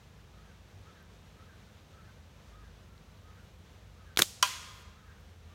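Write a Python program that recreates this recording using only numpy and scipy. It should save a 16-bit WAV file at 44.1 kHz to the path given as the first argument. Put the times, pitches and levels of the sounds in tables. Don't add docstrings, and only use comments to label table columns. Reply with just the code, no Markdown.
import sys
import numpy as np
from scipy import signal
from scipy.fft import rfft, irfft, next_fast_len
from scipy.io import wavfile
from scipy.ndimage import map_coordinates

SR = 44100
rng = np.random.default_rng(int(sys.argv[2]) if len(sys.argv) > 2 else 0)


def ratio(d):
    e = np.asarray(d, float) / 20
    return 10 ** e


def wav_out(sig):
    wavfile.write(sys.argv[1], SR, np.round(np.clip(np.atleast_2d(sig).T, -1, 1) * 32767).astype(np.int16))


N = 244314
TIME = np.arange(SR // 4) / SR
HIT_S = 4.4262

# t/s, air noise level/dB, its rise time/s, its t60/s, echo level before scattering/dB
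STAGES = [(4.175, -37, .001, 0.1, -53.5), (4.193, -26, .004, 0.055, -52),
          (4.222, -26.5, 0.0046, 0.052, -47.5)]


def unit(x):
    return x / np.sqrt(np.mean(x ** 2) + 1e-20)


def along(points, hz):
    f, v = np.transpose(points)
    return np.interp(np.log(hz + 1), np.log(f + 1), v)


def noise(spectrum, size=N):
    padded = next_fast_len(size + 8192)
    gain = ratio(along(spectrum, np.fft.rfftfreq(padded, 1 / SR)))
    white = rng.standard_normal(padded)
    return unit(irfft(rfft(white) * gain, padded)[:size])


def wobble(rate):
    knots = rng.standard_normal(int(N * rate / SR) + 4)
    return map_coordinates(knots, [np.arange(N) * rate / SR])


def ring(db, hz, t60, attack_s):
    decay = ratio(db - 60 * TIME / t60)
    return decay * np.sin(2 * np.pi * hz * TIME) * (1 - np.exp(-TIME / attack_s))


def add(track, s, sound):
    part = track[round(s * SR):][:len(sound)]
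    part += sound[:len(part)]


def woods():
    # f/Hz, relative level per Hz/dB
    rumble_colour = [(28, -18), (40, -11.5), (47, 1.5), (55, 3.5), (67, -1), (83, 3.5), (100, 0.5),
                     (120, -10.5), (140, -5.5), (170, -10), (195, -11), (230, -26), (300, -44.5)]
    # f/Hz, relative level per Hz/dB
    leaf_colour = [(120, -26), (200, -4.5), (241, -6.5), (342, -8.5), (494, -5.5), (562, -8.5), (742, -11),
                   (1320, -12.5), (1940, -15.5), (3700, -17.5), (4970, -23), (6090, -22), (10400, -35),
                   (12500, -35), (15500, -37.5), (16200, -45)]
    rumble_db, leaves_db = -57.5, -61.5
    rumble = ratio(rumble_db + 0.6 * wobble(6.2) + 0.4 * wobble(1.8)) * noise(rumble_colour)
    leaves = ratio(leaves_db + 0.31 * wobble(2.4) + 0.69 * wobble(14)) * noise(leaf_colour)
    return rumble + leaves


def drone():
    # multiple of the firing rate, middle peak level/dB
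    engine_tones = [(2, -68), (4, -62), (5, -68), (6, -67), (7, -69), (8, -68), (9, -74)]
    # middle f/Hz, first peak level/dB, last peak level/dB
    hum_tones = [(55, -58, -65), (82, -63, -56.5)]
    firing_hz = 25.47
    seconds = np.cumsum(1 + 0.003 * wobble(1.5)) / SR
    out = np.zeros(N)
    for multiple, db in engine_tones:
        level = ratio(db + 1.3 * wobble(4.4))
        turns = multiple * firing_hz * seconds + rng.random()
        out += level * np.sin(2 * np.pi * turns)
    for hz, first_db, last_db in hum_tones:
        level = ratio(np.linspace(first_db, last_db, N) + 2.5 * wobble(3))
        turns = np.cumsum(hz + 1.803 * wobble(3)) / SR
        out += level * np.sin(2 * np.pi * turns)
    return out


def bird():
    # t/s, low note level/dB, low note f/Hz, high note level over the low note/dB
    calls = [(.33, -68, 1310, -1), (0.841, -66, 1333, -1), (1.36, -65, 1350, -4), (1.93, -64, 1333, -4.5),
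             (2.519, -65.5, 1295, -5), (2.869, -73.5, 1383, -20), (3.23, -65.5, 1312, -3.5),
             (3.95, -67.5, 1297, 0.5), (4.949, -65.5, 1320, -0.5), (5.489, -65.5, 1245, 0)]
    # f/Hz, relative level per Hz/dB
    breath_colour = [(900, -38.5), (1150, -5.5), (1350, -1), (1600, -1), (1900, -4), (2300, -42)]
    low_s, scoop_hz, scoop_s, low_sag_hz = 0.125, 150, 0.02, 70
    high_after_s, high_s = 0.105, 0.11
    high_hz, high_sag_hz = 1758, 257.6
    out = np.zeros(N)
    shake, hoarse, breath = wobble(70), wobble(60), noise(breath_colour)
    low_bend = -scoop_hz * np.exp(-TIME / scoop_s) - low_sag_hz * np.clip(TIME / low_s, 0, 1) ** 2
    high_pitch = high_hz - high_sag_hz * (1 - np.clip(1 - TIME / high_s, 0, 1) ** 2)
    for s, db, low_hz, high_db in calls:
        # start/s, length/s, pitch/Hz, level/dB, breath level relative to the note/dB
        notes = ((s, low_s, low_hz + low_bend, db, -5),
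                 (s + high_after_s, high_s, high_pitch, db + high_db, -1))
        for start, length, pitch, note_db, breath_db in notes:
            progress = np.clip(TIME / length, 0, 1)
            swell = np.abs(np.sin(np.pi * progress ** 0.88)) ** 0.68
            at = np.minimum(round(start * SR) + np.arange(len(TIME)), N - 1)
            phase = 2 * np.pi * np.cumsum(pitch + 30 * shake[at]) / SR
            tone = np.sqrt(2) * ratio(3 * hoarse[at]) * np.sin(phase)
            add(out, start, ratio(note_db) * swell * (tone + ratio(breath_db) * breath[at]))
    return out


def scatter(sound, early_db, swell_s):
    # f/Hz, t60/s
    trunk_decay = [(300, .5), (1000, 1.41), (3300, 1.05), (7000, 0.89), (15000, .55)]
    hz, t, cells = signal.stft(sound, SR, nperseg=256)
    late = ratio(-60 * t / along(trunk_decay, hz)[:, None])
    early = ratio(early_db - 60 * t / 0.26)
    tail = signal.istft(cells * (late + early), SR, nperseg=256)[1][:SR]
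    return tail * (1 - np.exp(-np.arange(SR) / SR / swell_s))


def trees(x, gap_s):
    tail = scatter(rng.standard_normal(SR), early_db=5.0, swell_s=0.015)
    late = np.pad(x, (round(gap_s * SR), 0))
    return signal.fftconvolve(late, tail / np.linalg.norm(tail))[:N]


def ticks():
    # t/s, level/dB, f/Hz
    twig_ticks = [(1.027, -50, 13000), (2.979, -43, 4000), (5.21, -51.5, 13500)]
    out = np.zeros(N)
    for s, db, hz in twig_ticks:
        add(out, s, ring(db, hz, 0.0031, attack_s=0.00018))
    return out


def air_level():
    t = np.arange(N) / SR
    level = np.zeros(N)
    for s, db, rise_s, t60, _ in STAGES:
        rise = np.exp(np.minimum(t - s, 0) / rise_s)
        fall = ratio(-60 * np.maximum(t - s, 0) / t60)
        level += np.where(t < s, rise, fall) * ratio(db)
    return level


def bands():
    # t/s, ring level/dB, ring f/Hz, ring t60/s,
    # rasp level/dB (its swell peaks 3.5 dB higher)
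    slaps = [(4.162, -34, 3500, 0.0036, -52), (4.1732, 1.5, 3510, 0.0015, -19),
             (4.1740, -13, 2290, .003, -39), (4.1893, -16.5, 1507, .004, -34.5),
             (4.1901, -29, 12000, 0.012, -23), (4.1920, -5, 1706, 0.0044, -28.5),
             (4.1925, -2, 5530, .001, -28.5), (4.2005, -12.5, 1500, .005, -34.5),
             (4.2190, -24, 2500, 0.012, -22.5), (4.2208, -2, 3620, .007, -17),
             (4.221, -12, 6500, .006, -24.5), (4.2290, -24, 6240, .005, -32.5)]
    # f/Hz, relative level per Hz/dB
    rasp_colour = [(150, -6), (1000, -6), (3500, -5), (6500, -4), (9000, -8), (14000, -8), (16000, -16.5),
                   (17000, -39)]
    rasp_share = 0.2
    flap_hz, flap_spread, flap_db, flap_t60_s = 2500, 0.59, 7.5, 0.0044
    whirr = air_level()
    out = whirr * ratio(0.89 * wobble(500)) * noise(rasp_colour)
    for s, db, hz, t60, rasp_db in slaps:
        u = TIME / (rasp_share * t60)
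        swell = np.sqrt(u) * np.exp(1 - u * u)
        rasp = ratio(rasp_db) * swell * noise(rasp_colour, size=len(TIME))
        add(out, s, ring(db, hz, t60, attack_s=0.0001) + rasp)
    flap_times = np.linspace(STAGES[0][0], slaps[-1][0], num=12) + rng.uniform(0, 0.005, size=12)
    for s, (pitch, size) in zip(flap_times, rng.standard_normal(size=(12, 2))):
        hz = min(flap_hz * np.exp(flap_spread * pitch), SR / 3)
        flap = ring(flap_db + 3 * size, hz, flap_t60_s, attack_s=0.0001)
        add(out, s, whirr[round(s * SR)] * flap)
    return out


def band_echoes():
    # f/Hz, relative level per Hz/dB
    snap_colour = [(240, -41), (400, -13.5), (439, -14), (505, -9.5), (1670, -13), (3650, -2), (7230, -0.5),
                   (15000, -13.5), (16500, -23)]
    out = np.zeros(N)
    for s, *_, db in STAGES:
        add(out, s, ratio(db) * scatter(noise(snap_colour, size=SR), early_db=2.0, swell_s=0.004))
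    return out


def fork():
    # t/s, level/dB, f/Hz, t60/s
    thumps = [(4.192, -28, 354.5, 0.088), (4.195, -33.5, 430, 0.05), (4.2, -28.5, 165, .035),
              (4.221, -29, 590, .03)]
    out = np.zeros(N)
    for s, db, hz, t60 in thumps:
        add(out, s, ring(db, hz, t60, attack_s=0.002))
    return out


def can():
    # f/Hz, level/dB, t60/s (held to 0.14 s at most below)
    wall_modes = [(615, -37.5, 0.097), (794, -38, 0.16), (1000, -35, 0.09), (994, -17.5, 0.087),
                  (1062, -20.5, 0.078), (1190, -22, 0.065), (1390, -22, 0.066), (1596, -32.5, 0.14),
                  (1870, -36, .05), (1970, -30, 0.07), (2160, -28, .04), (2446, -29, 0.1),
                  (2620, -31, 0.12), (2880, -29, 0.081), (3020, -20, 0.052), (3230, -23.5, 0.081),
                  (3440, -23, 0.052), (3830, -40, 0.022), (3950, -29, 0.065), (4490, -24.5, .04),
                  (4680, -19, 0.026), (5680, -18, 0.037), (5950, -24, .04), (6600, -23.5, 0.047),
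                  (7250, -42, .04)]
    # f/Hz, relative level per Hz/dB
    crack_colour = [(300, -47), (800, -23), (1000, 4.5), (3000, 0), (6000, -2), (8000, -3.5), (11000, -7),
                    (14500, -8.5), (16200, -25), (17000, -46)]
    out = np.zeros(N)
    modes = np.zeros(len(TIME))
    for k, (hz, db, t60) in enumerate(wall_modes):
        modes += (-1) ** k * ring(db, hz, min(t60, 0.14), attack_s=0.0012)
    rise = 1 - np.exp(-TIME / 0.00018)
    decay = ratio(-14.5 - 60 * TIME / 0.02) + ratio(-28 - 60 * TIME / 0.052)
    crumple = ratio(2.9 * wobble(1500)[:len(TIME)])
    add(out, HIT_S, modes + rise * decay * crumple * noise(crack_colour, size=len(TIME)))
    return out


def can_echoes():
    # f/Hz, relative level per Hz/dB
    hit_colour = [(290, -50), (500, -17), (850, -17.5), (980, -10), (1800, -11), (2500, -6), (3800, -7.5),
                  (6660, -8), (10000, -16.5), (15100, -22.5), (15800, -28.5), (16500, -49.5)]
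    # f/Hz, width/Hz, level before scattering/dB
    lingering = [(1019, 95, -50), (1223, 54, -52), (1416, 50, -57), (1614, 55, -57), (1855, 40, -60),
                 (2040, 40, -55.5), (3340, 220, -48), (6600, 120, -55)]
    echo_db, echo_lag_s = -37.5, 0.005
    far_s, far_db = 0.22, -14.5
    out = np.zeros(N)
    hit = scatter(noise(hit_colour, size=SR), early_db=-2.0, swell_s=0.0049)
    add(out, HIT_S + echo_lag_s, ratio(echo_db) * hit)
    narrow = np.zeros(SR)
    for hz, width, db in lingering:
        colour = [(hz - 2 * width, -60), (hz - width / 2, 0), (hz + width / 2, 0), (hz + 2 * width, -60)]
        narrow += ratio(db) * noise(colour, size=SR)
    back = scatter(narrow, early_db=-8, swell_s=0.01)
    add(out, HIT_S, back)
    add(out, HIT_S + far_s, ratio(far_db) * back)
    return out


def thin_hiss():
    # f/Hz, relative level per Hz/dB
    hiss_colour = [(3000, -32), (7000, -2), (11000, -3.5), (15500, -6), (16500, -30)]
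    start_db, t60_s, hold_db, end_s = -58, 0.9, -70, 4.83
    t = np.arange(N) / SR
    hiss_db = np.maximum(start_db - 60 * (t - HIT_S) / t60_s, hold_db)
    return (t > HIT_S) * (t < end_s) * ratio(hiss_db) * noise(hiss_colour)


def scene():
    call = bird()
    call = call + ratio(-9.0) * trees(call, gap_s=0.01)
    shot_and_hit = bands() + fork() + can() + band_echoes() + can_echoes()
    background = woods() + thin_hiss() + ticks() + drone()
    return (call + shot_and_hit + background)[None]


def band_limit(x):
    return signal.sosfilt(signal.butter(12, 16810, fs=SR, output="sos"), x)


def record(dry):
    no_bass = signal.butter(2, 42, "high", fs=SR, output="sos")
    no_top = signal.cheby1(10, 0.5, 16300, fs=SR, output="sos")
    heard = signal.sosfilt(no_top, signal.sosfilt(no_bass, dry))
    return band_limit(heard)


dry = scene()
out = record(dry)
wav_out(out)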